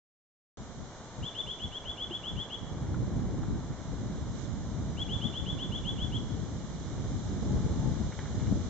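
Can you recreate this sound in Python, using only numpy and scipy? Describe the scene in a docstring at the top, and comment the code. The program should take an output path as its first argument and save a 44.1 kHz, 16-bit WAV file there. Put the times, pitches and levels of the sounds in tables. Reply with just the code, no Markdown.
"""Nuthatch in a windy wood

A nuthatch whistles two quick series of rising, nearly pure notes; trunks and branches reflect each one.
Gusts buffet the two microphone ports with a low rumble, over far wind in the trees and a thin hiss.
A few dry ticks and soft bumps of air sound close by, and late on a faint far tone rises and sinks."""
import sys
import numpy as np
from scipy import signal
from scipy.fft import rfft, irfft
from scipy.io import wavfile
from scipy.ndimage import uniform_filter1d

SR = 44100
rng = np.random.default_rng(int(sys.argv[2]) if len(sys.argv) > 2 else 0)


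def store_pcm(level_fs):
    """Save levels as 16-bit WAV."""
    pcm = np.round(np.clip(level_fs, -1, 1) * 32767).astype(np.int16)
    wavfile.write(sys.argv[1], SR, np.atleast_2d(pcm).T)


N = 383229
TIME = np.arange(N) / SR

# Spectra of the three noises. Each row: frequency in Hz, relative spectral density in dB.
HISS_SPECTRUM = [(300, -10), (1200, 0), (2200, -1.5), (3700, 4.5), (5100, 3), (6300, 4.5), (7300, 1.5),
                 (7900, -7.5), (8400, -14.5), (8900, -27.5)]
BREEZE_SPECTRUM = [(30, 5), (120, 5.5), (300, 4), (600, 4), (1000, 0), (1500, -5), (2100, -10),
                   (3200, -17.5), (6000, -24), (9000, -39)]
RUMBLE_SPECTRUM = [(20, -23.5), (35, -16), (50, -0.5), (75, 1), (130, 1), (200, -3), (300, -9.5),
                   (450, -19), (800, -31.5), (1600, -48), (3000, -68)]
# Likeness of each noise at the two ports. Each row: frequency in Hz, coherence (negative in antiphase).
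HISS_COHERENCE = [(3000, 0.11), (5200, .15), (6200, 0.0065), (7300, -0.27)]
BREEZE_COHERENCE = [(50, 1), (600, 1), (1200, 0.93), (2200, 0.62), (5000, 0.34)]
RUMBLE_COHERENCE = [(30, 0.54), (60, 0.32), (130, 0.16), (280, 0.43), (450, 0.44), (1000, .4)]
# Course of the hiss. Each row: time in seconds, relative level in dB, left minus right in dB.
HISS_COURSE = [(.6, -64, -1.5), (1.2, -62.5, -2), (2.0, -65, -.5), (3.55, -64, -2.5), (3.9, -63, -4.5),
               (5.8, -63, -5), (7.5, -60, -4.5), (8.68, -59.7, -5.5)]
# One swish of the hiss on the right: centre in seconds, length in seconds, gain in dB.
HISS_SWISH = (4.41, 0.14, 4.6)
# Glide of the far tone. Each row: time in seconds, pitch in Hz, level in dB.
FAR_TONE_GLIDE = [(7.40, 833, -64), (7.50, 838, -53), (7.65, 855, -53), (7.74, 879, -59), (7.82, 883, -49),
                  (7.91, 862, -52), (7.98, 852, -63)]
# Wind at the microphone, a lull and then long swells. 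Each row: time in seconds, relative level in dB.
WIND_STRENGTH = [(.6, -48), (.83, -45.5), (.96, -57), (1.5, -51), (2.55, -51.5), (2.78, -36.5),
                 (3.22, -30.7), (3.6, -36), (3.8, -43.5), (4.05, -35.5), (4.78, -38), (5.65, -37),
                 (6.2, -34), (6.65, -39), (7.35, -34.5), (7.52, -30), (8.08, -32.5), (8.24, -39.5),
                 (8.53, -28.5), (8.68, -37.5)]
# Dull puffs of air. Each row: centre in seconds, length in seconds, relative level in dB.
WIND_PUFFS = [(.615, 0.045, -40.5), (1.22, 0.095, -38), (1.46, .08, -46), (1.66, 0.081, -38),
              (1.886, .06, -42.5), (2.354, 0.12, -38.5), (2.633, 0.055, -42), (2.896, 0.046, -35.5),
              (3.701, .04, -34.5), (4.547, .06, -31.5)]
# Small impulses. Each row: start in seconds, relative level in dB, centre in Hz, decay time in seconds.
AIR_BUMPS = [(.618, -35, 233, 0.0091), (2.108, -31.5, 347, 0.012), (3.164, -18.5, 190, 0.0031),
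             (7.56, -23, 151, 0.011), (8.5244, -14, 172, 0.0071)]
DRY_TICKS = [(2.943, -41.5, 1180, 0.0093), (3.432, -42, 1000, 0.0083), (8.122, -43.5, 1850, 0.0085),
             (8.190, -32.5, 1780, 0.0025), (8.198, -47, 1740, 0.0045), (8.254, -48.5, 1550, .018),
             (8.397, -49, 1950, 0.014), (8.467, -49, 2000, .01)]
# The song. Each row: onset in seconds, rise time in seconds, top pitch in Hz, relative level in dB.
SONG_NOTES = [(1.227, 0.056, 3484, -33), (1.347, .06, 3523, -30.8), (1.467, 0.059, 3488, -31),
              (1.594, .052, 3440, -33.5), (1.718, .057, 3414, -34.5), (1.848, 0.06, 3452, -32),
              (1.975, 0.062, 3455, -31), (2.107, 0.053, 3442, -30.5), (2.234, 0.058, 3463, -31.5),
              (2.365, 0.058, 3439, -32.5), (2.499, 0.048, 3396, -33.5), (4.972, .055, 3389, -33),
              (5.089, 0.059, 3480, -30.5), (5.211, 0.056, 3495, -31.5), (5.336, .053, 3490, -31.5),
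              (5.459, .055, 3495, -32), (5.587, 0.053, 3466, -33), (5.717, 0.055, 3470, -32.5),
              (5.846, 0.056, 3457, -31.5), (5.981, 0.058, 3460, -33.5), (6.118, 0.05, 3387, -33.5)]
# Shape of a note. Each row: place (0 onset, 1 top, 2 end), pitch as a share of the top, gain in dB.
NOTE_ARCH = [(-.26, .63, -35.5), (-.12, .67, -25.5), (0, .79, -13), (.18, .863, -8.5), (.42, .905, -9),
             (.63, .952, -4.5), (.82, .987, -2.5), (1, 1, -4), (1.279, 0.98, -4.5), (1.5, 0.91, -10),
             (1.73, 0.72, -25), (2, 0.69, -38.5)]
# Echoes off near trunks and ground. Each row: delay in seconds, left gain in dB, right gain in dB.
EARLY_REFLECTIONS = [(.00742, -7, -9), (.0205, -25.5, -11.5), (.035, -11, -27.5)]
# Notches in the camera's response. Each row: centre in Hz, width in Hz.
RESPONSE_NOTCHES = [(2596, 600), (4600, 640), (5425, 300), (7905, 230), (8100, 230)]


def gain_of(db):
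    """Amplitude grows tenfold for every 20 dB."""
    return 10 ** (np.asarray(db) / 20)


def unit_rms(x):
    """Normalisation scales a signal to rms 1."""
    return x / np.sqrt(np.mean(x ** 2) + 1e-20)


def at_frequencies(table, hz):
    """Interpolation on a log-frequency axis gives a table's value at each frequency."""
    knots_hz, values = np.transpose(table)
    return np.interp(np.log(hz + 1), np.log(knots_hz + 1), values)


def follow(table):
    """Linear interpolation in time gives each column at every sample."""
    times, *columns = np.transpose(table)
    return [np.interp(TIME, times, column) for column in columns]


def add(mix, start_s, sound):
    """By superposition, a sound adds to the mix from its start time."""
    part = mix[..., round(start_s * SR):][..., :sound.shape[-1]]
    part += sound[..., :part.shape[-1]]


def swell(centre_s, length_s):
    """A Gaussian envelope rises to 1 and falls again."""
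    return np.exp(-(2 * (TIME - centre_s) / length_s) ** 2)


def wander(rate_hz, size=N):
    """Low-passed noise of rms 1 fluctuates smoothly, mostly below the given rate."""
    hz = np.fft.rfftfreq(size, 1 / SR)
    return unit_rms(irfft(rfft(rng.standard_normal(size)) * np.exp(-(hz / rate_hz) ** 2), size))


def port_noise(spectrum, coherence, band_hz, lag_s):
    """Partly coherent noise reaches two ports, the right one later; their mean has rms 1 in the band."""
    hz = np.fft.rfftfreq(N, 1 / SR)
    left, independent = rfft(rng.standard_normal((2, N))) * gain_of(at_frequencies(spectrum, hz))
    shared = np.clip(at_frequencies(coherence, hz), -1, 1)
    right = (shared * left + np.sqrt(1 - shared ** 2) * independent) * np.exp(-2j * np.pi * hz * lag_s)
    in_band = irfft((left + right) / 2 * (hz > band_hz[0]) * (hz < band_hz[1]), N)
    return irfft(np.array([left, right]), N) / in_band.std()


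def hiss(trim_db=0.68):
    """Largely incoherent noise makes a thin, wide hiss that grows on the right and swishes there once."""
    db, pan_db = follow(HISS_COURSE)
    centre_s, length_s, swish_db = HISS_SWISH
    ports_db = np.array([db + pan_db / 2, db - pan_db / 2 + swish_db * swell(centre_s, length_s)])
    noise = port_noise(HISS_SPECTRUM, HISS_COHERENCE, band_hz=(5600, 7600), lag_s=2.5e-5)
    return gain_of(trim_db + ports_db) * noise


def breeze(level_db=-55, side_db=0.63, drift_db=0.7):
    """Far wind in the trees makes a drifting wash whose long waves are coherent at the two ports."""
    db = level_db + drift_db * wander(rate_hz=3)
    noise = port_noise(BREEZE_SPECTRUM, BREEZE_COHERENCE, band_hz=(700, 1400), lag_s=4e-5)
    return gain_of([db - side_db, db + side_db]) * noise


def far_tone():
    """Slow frequency modulation makes one faint sinusoid rise a little and sink."""
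    hz, db = follow(FAR_TONE_GLIDE)
    sounding = (TIME > FAR_TONE_GLIDE[0][0]) & (TIME < FAR_TONE_GLIDE[-1][0])
    return sounding * gain_of(db) * np.sin(2 * np.pi * np.cumsum(hz) / SR)


def wind(trim_db=-0.4, gust_db=1.3, left_db=0.5, sway_db=1.5, eddy_db=2.5, puff_cutoff_hz=282):
    """Turbulent pressure rumbles: gusts shake and sway it, and eddies strike each port separately."""
    rumble, puff_noise = (port_noise(RUMBLE_SPECTRUM, RUMBLE_COHERENCE, band_hz=(30, 350), lag_s=4e-5)
                          for _ in range(2))
    strength_db, = follow(WIND_STRENGTH)
    swells = gain_of(strength_db) * rumble
    puff_envelope = sum(gain_of(db) * swell(centre_s, length_s) for centre_s, length_s, db in WIND_PUFFS)
    lowpass = signal.butter(2, puff_cutoff_hz, fs=SR, output="sos")
    puffs = signal.sosfilt(lowpass, puff_envelope * puff_noise)
    gusts = gain_of(gust_db * wander(rate_hz=11))
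    lean_db = left_db + sway_db * wander(rate_hz=9)
    eddies = unit_rms(np.tanh([wander(rate_hz=39), wander(rate_hz=41)]))
    buffeting = unit_rms(gusts * gain_of([lean_db, -lean_db]) * gain_of(eddy_db * eddies))
    return gain_of(trim_db) * buffeting * (swells + puffs)


def bumps(rise_s=0.00069, low_cut_hz=70):
    """A sudden push of air on the microphone dies away as a damped oscillation."""
    out, t = np.zeros(N), TIME[:4096]
    for start_s, db, centre_hz, decay_s in AIR_BUMPS:
        swing = np.cos(2 * np.pi * centre_hz * (t - rise_s))
        envelope = (1 - np.exp(-t / rise_s)) * np.exp(-t / decay_s)
        add(out, start_s, gain_of(db) * swing * envelope)
    return signal.sosfilt(signal.butter(2, low_cut_hz, "high", fs=SR, output="sos"), out)


def ticks(relative_width=0.38, rise_s=0.00032, rustle_db=-23, rustle_s=0.04):
    """A broad woody resonance colours each short crackle, as of a twig; a faint rustle trails it."""
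    out, t = np.zeros(N), TIME[:8192]
    hz = np.fft.rfftfreq(len(t), 1 / SR)
    for start_s, db, centre_hz, decay_s in DRY_TICKS:
        resonance = 1 / (1 + ((hz / centre_hz - 1) / relative_width) ** 2)
        crackle = unit_rms(irfft(rfft(rng.standard_normal(len(t))) * resonance))
        decay = np.exp(-t / decay_s) + gain_of(rustle_db) * np.exp(-t / rustle_s)
        envelope = (1 - np.exp(-t / rise_s)) * decay
        add(out, start_s, gain_of(db) * unit_rms(crackle * envelope) * np.sqrt(np.mean(envelope ** 2)))
    return out


def wood_reverb(song, near_db=-11, near_t60_s=0.22, far_db=-14, far_t60_s=0.85, right_db=4.5):
    """Scattering gives a short echo from branches and a long one from far trunks, unlike at each port."""
    t = TIME[:SR]
    arrivals = rng.standard_normal((2, SR)) * (rng.random((2, SR)) < 2500 / SR)  # about 2500 a second
    arrivals *= 1 - np.exp(-t / 0.0048)
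    near = arrivals * gain_of(-60 * t / near_t60_s)
    far = arrivals[::-1] * gain_of(-60 * t / far_t60_s) * (1 - np.exp(-t / 0.076))  # slower to build
    tail = gain_of(near_db) * near / np.linalg.norm(near[0])
    tail += gain_of(far_db) * far / np.linalg.norm(far[0])
    return gain_of([[0], [right_db]]) * signal.fftconvolve(song[None], tail, axes=1)[:, :N]


def whistle(rise_s, top_hz, db, bow_hz, fall_s=0.021, waver=0.002, flutter_db=1.1, octave_db=-34):
    """A nearly pure tone glides up and snaps down; returns its offset from the onset and its sound."""
    place, pitch_share, arch_db = np.transpose(NOTE_ARCH)
    knots_s = np.minimum(place, 1) * rise_s + np.maximum(place - 1, 0) * fall_s
    t = np.arange(knots_s[0], knots_s[-1], 1 / SR)
    bow = bow_hz * np.sin(np.pi * np.clip(t / rise_s, 0, 1))
    hz = uniform_filter1d(top_hz * np.interp(t, knots_s, pitch_share) + bow, size=220)  # rounds corners
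    hz *= 1 + waver * wander(rate_hz=120, size=8192)[:len(t)]
    flutter = wander(rate_hz=80, size=8192)[:len(t)]
    amplitude = np.sqrt(2) * gain_of(db + np.interp(t, knots_s, arch_db) + flutter_db * flutter)
    phase = 2 * np.pi * np.cumsum(hz) / SR
    return knots_s[0], amplitude * (np.sin(phase) + gain_of(octave_db) * np.sin(2 * phase))


def nuthatch(left_db=0.5, right_db=-4.5, opening_bow_hz=90, pause_s=0.5):
    """The song travels by many paths: directly, off near trunks and ground, then from the whole wood."""
    song, previous_s = np.zeros(N), -np.inf
    for onset_s, rise_s, top_hz, db in SONG_NOTES:
        bow_hz = opening_bow_hz * (onset_s - previous_s > pause_s)  # a series' first note bows upward
        offset_s, note = whistle(rise_s, top_hz, db, bow_hz)
        add(song, onset_s + offset_s, note)
        previous_s = onset_s
    # The left port is nearer, so the right hears the song later and softer.
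    ports = np.array([gain_of(left_db) * song, gain_of(right_db) * np.roll(song, shift=1)])
    for delay_s, *ports_db in EARLY_REFLECTIONS:
        add(ports, delay_s, gain_of(ports_db)[:, None] * song)
    return ports + wood_reverb(song)


def scene():
    """The pressures of bird, wind, hiss and small sounds add by superposition."""
    return nuthatch() + wind() + breeze() + hiss() + ticks() + bumps() + far_tone()


def record(dry, whine_hz=8000, whine_db=-79.5, silent_until_s=0.572, cutoff_hz=8800):
    """The camera adds a faint whine, opens after a silence and filters out narrow bands and top treble."""
    sound = dry + gain_of(whine_db) * np.sin(2 * np.pi * whine_hz * TIME)
    for centre_hz, width_hz in RESPONSE_NOTCHES:
        sound = signal.lfilter(*signal.iirnotch(centre_hz, centre_hz / width_hz, SR), sound)
    lowpass = signal.firwin(401, cutoff_hz, window=("kaiser", 9), fs=SR)
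    return signal.oaconvolve(sound * (TIME >= silent_until_s), lowpass[None], "same")


dry = scene()
out = record(dry)
store_pcm(out)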